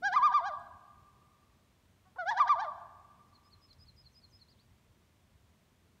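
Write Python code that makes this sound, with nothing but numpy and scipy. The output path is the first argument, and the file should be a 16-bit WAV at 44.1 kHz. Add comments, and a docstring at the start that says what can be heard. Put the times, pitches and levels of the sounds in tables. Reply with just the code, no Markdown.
"""Loon tremolo across a still lake

A loon gives two tremolo cries from far across the water, a soft hoot and a creak leading into the second.
Its voice is a stack of harmonics that flips between a low, reedy register and a high, pure one.
The wooded shore throws the cries back as scattered copies; a far shore answers faintly about a second later.
A small songbird whistles one see-saw phrase of sliding tones, with its own short echo in the trees.
Two faint ticks sound close by; under it all lie shaped noise as low rumble and soft hiss, and a faint hum.
"""
import sys
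import numpy as np
from scipy import signal
from scipy.fft import rfft, irfft
from scipy.io import wavfile
from scipy.ndimage import uniform_filter1d

SR = 44100
rng = np.random.default_rng(int(sys.argv[2]) if len(sys.argv) > 2 else 0)


def wav_record(signal):
    """Record a signal, one row per channel, as 16-bit PCM in the file named by sys.argv[1]."""
    frames = np.transpose(np.atleast_2d(signal))
    bounded = np.clip(frames, -1, 1)
    # unit amplitude maps onto the largest positive 16-bit level
    quanta = np.round(bounded * 32767).astype(np.int16)
    wavfile.write(sys.argv[1], SR, quanta)


N = 264600
TIME = np.arange(N) / SR
LOW, MIDDLE, HIGH = range(3)  # the loon's registers


def undb(db):
    """Decibels to gain."""
    return 10 ** (np.asarray(db) / 20)


def unit(x):
    """Scale to rms 1."""
    return x / np.sqrt(np.mean(x ** 2))


def spectrum_gain(hz, points):
    """Gain at the given frequencies, from (Hz, dB) points joined along a log frequency axis."""
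    at, db = np.transpose(points)
    return undb(np.interp(np.log(np.maximum(hz, 1)), np.log(at), db))


def colour(x, points):
    """Filter by a (Hz, dB) spectrum."""
    return irfft(rfft(x) * spectrum_gain(np.fft.rfftfreq(len(x), 1 / SR), points), len(x))


def walk(rate):
    """Random levels held 1 / rate s and slewed twice; spread 1."""
    hold = max(int(SR / rate), 1)
    steps = np.repeat(rng.standard_normal(N // hold + 1), hold)
    slewed = uniform_filter1d(uniform_filter1d(steps, hold), hold)
    return unit(slewed[:N])


def bump(t, at, rise, fall, squareness=2):
    """A smooth rise to 1 at the given time and a fall back to 0."""
    return np.exp(-np.abs((t - at) / np.where(t < at, rise, fall)) ** squareness)


def gesture(rows, start=0, size=64):
    """The samples that a table spans, a soft on-off gate, and its columns joined by smoothed lines."""
    s, *columns = np.transpose(rows)
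    s = s + start
    span = np.flatnonzero((TIME >= s[0]) & (TIME <= s[-1]))
    t = TIME[span]
    to_edge = np.minimum(t - s[0], s[-1] - t)
    gate = np.sin(np.pi / 2 * np.clip(to_edge / .004, 0, 1)) ** 2  # 4 ms ramps
    return span, gate, [uniform_filter1d(np.interp(t, s, c), size) for c in columns]


def background(rumble_db=-67, hiss_db=-74, flicker_db=1.4, hum_drift=0.0093, hum_waver_db=2):
    """Still air and microphone hiss, a swelling low rumble, and the wavering hum of a distant motor."""
    # Shape of the rumble. Each row: frequency in Hz, relative level in dB.
    rumble_spectrum = [(20, -43.5), (30, -26), (42, -7), (58, -5), (78, 1), (100, -4.5), (125, -2),
                       (150, -8), (215, -7), (300, -13.5), (400, -14.5), (520, -22), (700, -48.5)]
    # Shape of the hiss. Each row: frequency in Hz, relative level in dB.
    hiss_spectrum = [(290, -28), (500, -3.5), (537, -3), (611, -0.5), (815, -5.5), (954, -2), (1450, -7),
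                     (2360, -7.5), (2880, -9.5), (3480, -9.5), (4980, -14), (6450, -15), (9500, -17.5),
                     (10400, -22), (11200, -19), (15500, -22)]
    # The faint low hum. Each row: frequency in Hz, mean level in dB.
    hum_tones = [(91.2, -76), (183, -85.5)]
    # Swells of the rumble. Each row: peak in seconds, half length in seconds,
    # change in dB of the bass below 150 Hz, change in dB of the rumble above it.
    swells = [(0.062, 0.25, 2.5, 10), (0.652, .1, 7, 5.5), (.99, .04, 7, 2.5), (3.918, .22, 7, 0),
              (4.36, 0.052, 5, 2), (5.418, .15, 4.5, -1)]
    rumble = colour(rng.standard_normal(N), rumble_spectrum)
    bass = signal.sosfiltfilt(signal.butter(4, 150, fs=SR, output="sos"), rumble)
    upper = rumble - bass
    bass_db, upper_db = sum(np.outer(dbs, bump(TIME, s, half, half)) for s, half, *dbs in swells)
    rumble = bass * undb(bass_db + flicker_db * walk(23)) + upper * undb(upper_db + walk(12))

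    turns = np.cumsum(1 + hum_drift * walk(4.9)) / SR  # one drift shared by all hum tones
    hum = np.zeros(N)
    for hz, db in hum_tones:
        level = np.sqrt(2) * undb(db + hum_waver_db * walk(1.5))
        hum += level * np.sin(2 * np.pi * hz * turns)

    hiss = unit(colour(rng.standard_normal(N), hiss_spectrum))
    return undb(rumble_db) * unit(rumble) + hum + undb(hiss_db) * hiss


def cry(start, end, attack_s, slack_power=1.51, size=64):
    """One tremolo cry: surges of effort lift pitch, level and overtones within the register of the moment."""
    # Surges of effort, five to a cry; squareness 2 is a bell, more flattens the crest.
    # Each row: crest in seconds, rise in seconds, fall in seconds, squareness, pitch lift in Hz,
    # then added level, second harmonic and reediness in dB.
    surge_rows = [(.066, 0.056, 0.034, 2.01, 233.8, -1, 4, -4),
                  (0.1541, 0.036, .035, 2.33, 256.4, 0.5, 4, -2),
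                  (0.2524, 0.031, 0.031, 2.53, 206.3, -0.2, 1, -2.5),
                  (.357, .0344, .0336, 2.38, 200.3, -2, -0.5, -2),
                  (.475, .035, 0.027, 1.8, 215, -2.5, -5, -5.5),
                  (2.1878, 0.033, 0.044, 2.21, 182, -3.5, -1, -14),
                  (2.305, .040, .038, 2.0, 219.5, 0.5, 0, -4.5),
                  (2.3968, 0.029, .034, 2.38, 206, 2, 2, -2.5),
                  (2.5, 0.026, 0.035, 3.04, 191.2, -.5, 1, -2.5),
                  (2.6169, .030, .043, 2.62, 178.2, -1, -8.5, -8)]
    # Pitch of each register, low to high, as a ratio to the low one.
    register_ratios = [1, 1.126, 1.363]
    # Registers low to high at full effort. Each row: level, second harmonic and reediness in dB.
    register_tone = np.array([(-30, 0.25, -1), (-30, -2, -5.5), (-24, -1.9, -11)])
    # What each register loses with no effort. Each row: level, second harmonic and reediness in dB.
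    register_slack = np.array([(-4.5, -23.5, -28), (-10, -47.5, -27.5), (-8.5, -29, -17.5)])
    # Flips of the voice. Each row: time in seconds, register it enters.
    flips = [(.138, MIDDLE), (.16, HIGH), (.316, LOW), (.333, MIDDLE), (.339, HIGH), (0.409, LOW),
             (2.306, MIDDLE), (2.346, LOW), (2.382, MIDDLE), (2.4, HIGH), (2.46, LOW), (2.484, MIDDLE),
             (2.493, HIGH), (2.557, LOW), (2.615, MIDDLE), (2.642, LOW)]
    # Where the voice nearly stops between surges. Each row: time in seconds, half length in seconds,
    # added level in dB.
    catches = [(2.252, .004, -11.5)]
    rest_hz, arch_hz, lowest_hz = 549.4, 139.5, 609  # pitch with no effort, mid-cry lift, floor of the low register
    release_s, flip_s, strain_s = 0.03, 0.0062, 0.011
    flip_db, strain_db = -4, 2.5
    fade_overtone_db = -16.5  # the overtones come in later than the tone and leave sooner

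    span = np.flatnonzero((TIME >= start) & (TIME <= end))
    t = TIME[span]
    gate = (1 - np.exp((start - t) / attack_s)) * (1 - np.exp((t - end) / release_s))
    surges = np.array([bump(t, at, rise, fall, squareness) for at, rise, fall, squareness, *_ in surge_rows])
    lift_hz, *accents = np.array(surge_rows)[:, 4:].T @ surges
    slack = (1 - surges.max(axis=0)) ** slack_power

    register, flipping, strain = np.full(len(t), LOW), np.zeros(len(t)), np.zeros(len(t))
    for s, new_register in flips:
        register[t >= s] = new_register
        flipping = np.maximum(flipping, bump(t, s, flip_s, flip_s))
        if new_register == MIDDLE:  # strain just before leaving the low register brings out the overtones
            strain += bump(t, s - flip_s, strain_s, flip_s)

    arch = np.sin(np.pi * (t - start) / (end - start))
    low_hz = np.maximum(rest_hz + arch_hz * arch + lift_hz, lowest_hz)
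    hz = low_hz * np.array(register_ratios)[register]
    tone = register_tone[register].T + slack * register_slack[register].T + accents
    db, second_db, reed_db = tone
    # the voice weakens for an instant at each flip
    db = db + flip_db * flipping + sum(depth * bump(t, s, half, half) for s, half, depth in catches)
    bright_db = strain_db * strain + fade_overtone_db * (1 - gate)
    columns = (hz, db, second_db + bright_db, reed_db + bright_db)
    return span, gate, [uniform_filter1d(c, size) for c in columns]


def loon(jitter=0.00094, shimmer_db=0.43, overtone_flutter_db=2, fade_power=0.87, reed_tilt_db=3.5,
         smear=0.18, count=11):
    """Harmonics of the syrinx slide through fixed throat resonances; at the cracks its two sides beat and rasp."""
    # The two cries. Each row: start in seconds, end in seconds, attack in seconds.
    cries = [(.019, .55, 0.01), (2.183, 2.712, .003)]
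    # A soft hoot before the second cry. Each row: time in seconds, pitch in Hz,
    # then level, second harmonic and reediness in dB, all ahead of the throat.
    hoot = [(2.05, 362, -69.5, -2, -7.5), (2.075, 378, -60.5, -1, -15), (2.115, 362, -75.5, -4, -11.5)]
    # A low creak into the second cry, in the same columns: seconds, Hz, and the three levels in dB.
    creak = [(2.158, 416, -42.5, -10.5, -22), (2.186, 585, -49, -7, -27.5)]
    # Rough spots in the voice, mostly around register flips, one in the creak.
    # Each row: start in seconds, end in seconds, roughness from 0 to 1, beat in Hz.
    cracks = [(0.133, 0.162, 0.35, 250), (.328, .345, 0.15, 191), (0.476, 0.495, 0, 202.3),
              (2.158, 2.184, 0.36, 154), (2.304, 2.347, 0.63, 203.7), (2.38, 2.406, 0.7, 230.8),
              (2.48, 2.496, 0.72, 226), (2.607, 2.643, 0.53, 159.7)]
    # Resonances of throat and bill. 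Each row: frequency in Hz, gain in dB.
    throat = [(400, -22), (600, -7), (800, -0.5), (1200, 6.5), (1400, 0.5), (1650, 1.5), (2000, -8),
              (2460, -20.5), (2620, -31), (2760, -33), (2900, -17), (3100, -15), (3330, -11), (4000, -14.5),
              (4800, -14.5), (5200, -20.5), (5650, -14), (5950, -23.5), (6550, -21), (7050, -38),
              (9600, -39.5), (11000, -54)]
    crack_jitter, crack_beat, crack_rasp = .025, .5, .8  # pitch fraction, beat depth, phase in radians

    rough, beat_hz = np.zeros(N), np.zeros(N)
    for start, end, amount, hz in cracks:
        span, gate, _ = gesture([(start, 0), (end, 0)])
        rough[span], beat_hz[span] = amount * gate, hz
    beat_phase = 2 * np.pi * np.cumsum(beat_hz * (1 + 0.064 * walk(200))) / SR
    beat = 1 + crack_beat * rough * np.sin(beat_phase)
    waver = 1 + jitter * walk(500) + crack_jitter * rough * walk(1100)
    shimmer = shimmer_db * walk(200)

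    calls = [cry(*row) for row in cries] + [gesture(hoot), gesture(creak)]
    out = np.zeros(N)
    for k in range(1, count + 1):
        flutter = overtone_flutter_db * walk(90)
        # blurs each overtone on its own
        rasp = np.log(k) * (crack_rasp * rough * walk(1000) + smear * walk(260))
        for span, gate, (hz, db, second_db, reed_db) in calls:
            phase = 2 * np.pi * np.cumsum(hz * waver[span]) / SR
            overtone_db = 0
            if k == 2:
                overtone_db = second_db
            elif k > 2:  # as the reediness falls, the highest harmonics fade first
                overtone_db = reed_db * (k / 4) ** fade_power + reed_tilt_db * np.log2(k / 4) + flutter[span]
            source = gate * beat[span] * undb(db + shimmer[span] + overtone_db)
            out[span] += source * spectrum_gain(k * hz, throat) * np.sin(k * phase + rasp[span])
    return out


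def woodland_echo(x, echo, tone, wet_db, treble_loss_db, patchy_db=4.0, split_hz=2000):
    """Clumps of trunks each return weak copies; the treble dies sooner, by treble_loss_db a second."""
    delay, db = np.transpose(echo)
    lag = TIME[:2 * SR]
    strength_db = np.interp(lag, delay, db, left=-200, right=-200) + patchy_db * walk(40)[:len(lag)]
    scatter = rng.standard_normal(len(lag)) * undb(strength_db)
    scatter = colour(scatter / np.sqrt(np.sum(scatter ** 2)), tone)  # unit energy, then coloured
    low = signal.sosfiltfilt(signal.butter(4, split_hz, fs=SR, output="sos"), scatter)
    response = low + (scatter - low) * undb(-treble_loss_db * lag)
    return undb(wet_db) * signal.fftconvolve(x, response)[:N]


def ticks(decay_s=0.0054, skirt_db=-14, floor_db=-30):
    """Tiny dry clicks close by: decaying noise, each with one broad resonance."""
    # Each row: start in seconds, level at the onset in dB, centre in Hz.
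    tick_rows = [(.594, -70, 8400), (3.73, -61, 5100)]
    out = np.zeros(N)
    for s, db, hz in tick_rows:
        age = np.maximum(TIME - s, 0)
        decay = (age > 0) * np.exp(-age / decay_s)
        resonance = [(hz / 2, floor_db), (hz * 0.67, skirt_db), (hz, 0), (hz * 1.1, skirt_db), (hz * 2, floor_db)]
        out += undb(db) * unit(colour(rng.standard_normal(N), resonance)) * decay
    return out


def phrase(count=7):
    """The songbird's notes as (shape, start s, level dB): even syllables that swell, then the flourish."""
    # High slur of a syllable. Each row: seconds from the syllable's start, pitch in Hz, relative level in dB.
    high_slur = [(0, 5785, -16), (.012, 4950, -11.5), (.024, 4940, -5), (.042, 5155, -1.5),
                 (.052, 5100, -3), (.061, 4860, -11)]
    # Low slur. Each row: seconds from the syllable's start, pitch in Hz, relative level in dB.
    low_slur = [(.074, 3854, -15), (.084, 4358, -15), (.094, 4596, -12), (.105, 4240, 0),
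                (.116, 4110, -3.5), (.125, 3957, -35)]
    # Thin high lead-in. Each row: seconds from its own start, pitch in Hz, relative level in dB.
    lead_in = [(0, 5900, -19), (.016, 6520, -10), (.026, 5800, -1)]
    # Closing flourish. Each row: time in seconds, pitch in Hz, level in dB.
    flourish = [(4.474, 3490, -86), (4.486, 4200, -65), (4.508, 5140, -68.5), (4.526, 4200, -66),
                (4.542, 3400, -85), (4.576, 2800, -81), (4.6, 4230, -65.5), (4.616, 4720, -76),
                (4.655, 4720, -85)]
    song_start_s, syllable_s = 3.252, .1772
    swell_s = 0.17  # the shortfall from full level shrinks by a factor e in this time
    high_db, high_shortfall_db = -57.5, -25
    low_db, low_shortfall_db = -55.5, -5.5
    lead_in_ahead_s, lead_in_db = .024, -66.5

    notes = [(flourish, 0, 0)]
    for k in range(count):
        start = song_start_s + k * syllable_s
        shortfall = np.exp(-k * syllable_s / swell_s)
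        notes.append((high_slur, start, high_db + high_shortfall_db * shortfall))
        notes.append((low_slur, start, low_db + low_shortfall_db * shortfall))
        if k >= count - 2:  # just ahead of the last two syllables
            notes.append((lead_in, start - lead_in_ahead_s, lead_in_db))
    return notes


def songbird(variation=0.0066):
    """Pure whistled slurs, each a hair different in pitch."""
    out = np.zeros(N)
    for shape, start, note_db in phrase():
        span, gate, (hz, db) = gesture(shape, start)
        phase = 2 * np.pi * np.cumsum(hz * (1 + variation * rng.standard_normal())) / SR
        out[span] += gate * undb(db + note_db) * np.sin(phase)
    return out


def scene():
    """Both birds with their echoes, over the quiet of the lake."""
    # Echo from the near woods. Each row: delay in seconds, relative strength in dB.
    near_echo = [(.008, -15), (.03, -5.5), (.09, -2), (0.199, -5), (.35, -14.5), (.56, -25), (.64, -45.5)]
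    # What the woods send back. Each row: frequency in Hz, gain in dB.
    wood_tone = [(600, -1), (950, -1), (1200, -3), (1700, -1.5), (2000, -8), (2400, -5.5), (3400, 2.5),
                 (5000, -0.5), (9000, -12)]
    # Echo from the far shore. Each row: delay in seconds, relative strength in dB.
    far_echo = [(0.599, 1), (.9, -9), (1.15, -9.5), (1.351, -12.5)]
    # What the far shore sends back. Each row: frequency in Hz, gain in dB.
    far_tone = [(600, 1.5), (1000, -1.5), (1200, 2.5), (1700, -3.5), (3000, -24)]
    # Echo of the songbird in its tree. Each row: delay in seconds, relative strength in dB.
    leaf_echo = [(.003, 0), (.02, -1.5), (.055, -9), (.25, -36)]
    cries, song = loon(), songbird()
    woods = woodland_echo(cries, near_echo, wood_tone, wet_db=-11.0, treble_loss_db=40.5)
    far = woodland_echo(cries, far_echo, far_tone, wet_db=-38, treble_loss_db=20)
    leaves = woodland_echo(song, leaf_echo, wood_tone, wet_db=-9.5, treble_loss_db=40)
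    return (background() + cries + woods + far + ticks() + song + leaves)[None]


def record(dry, top_hz=15650):
    """The recorder cuts the top with a steep low-pass."""
    return signal.sosfilt(signal.ellip(10, .2, 70, top_hz, fs=SR, output="sos"), dry)


dry = scene()
out = record(dry)
wav_record(out)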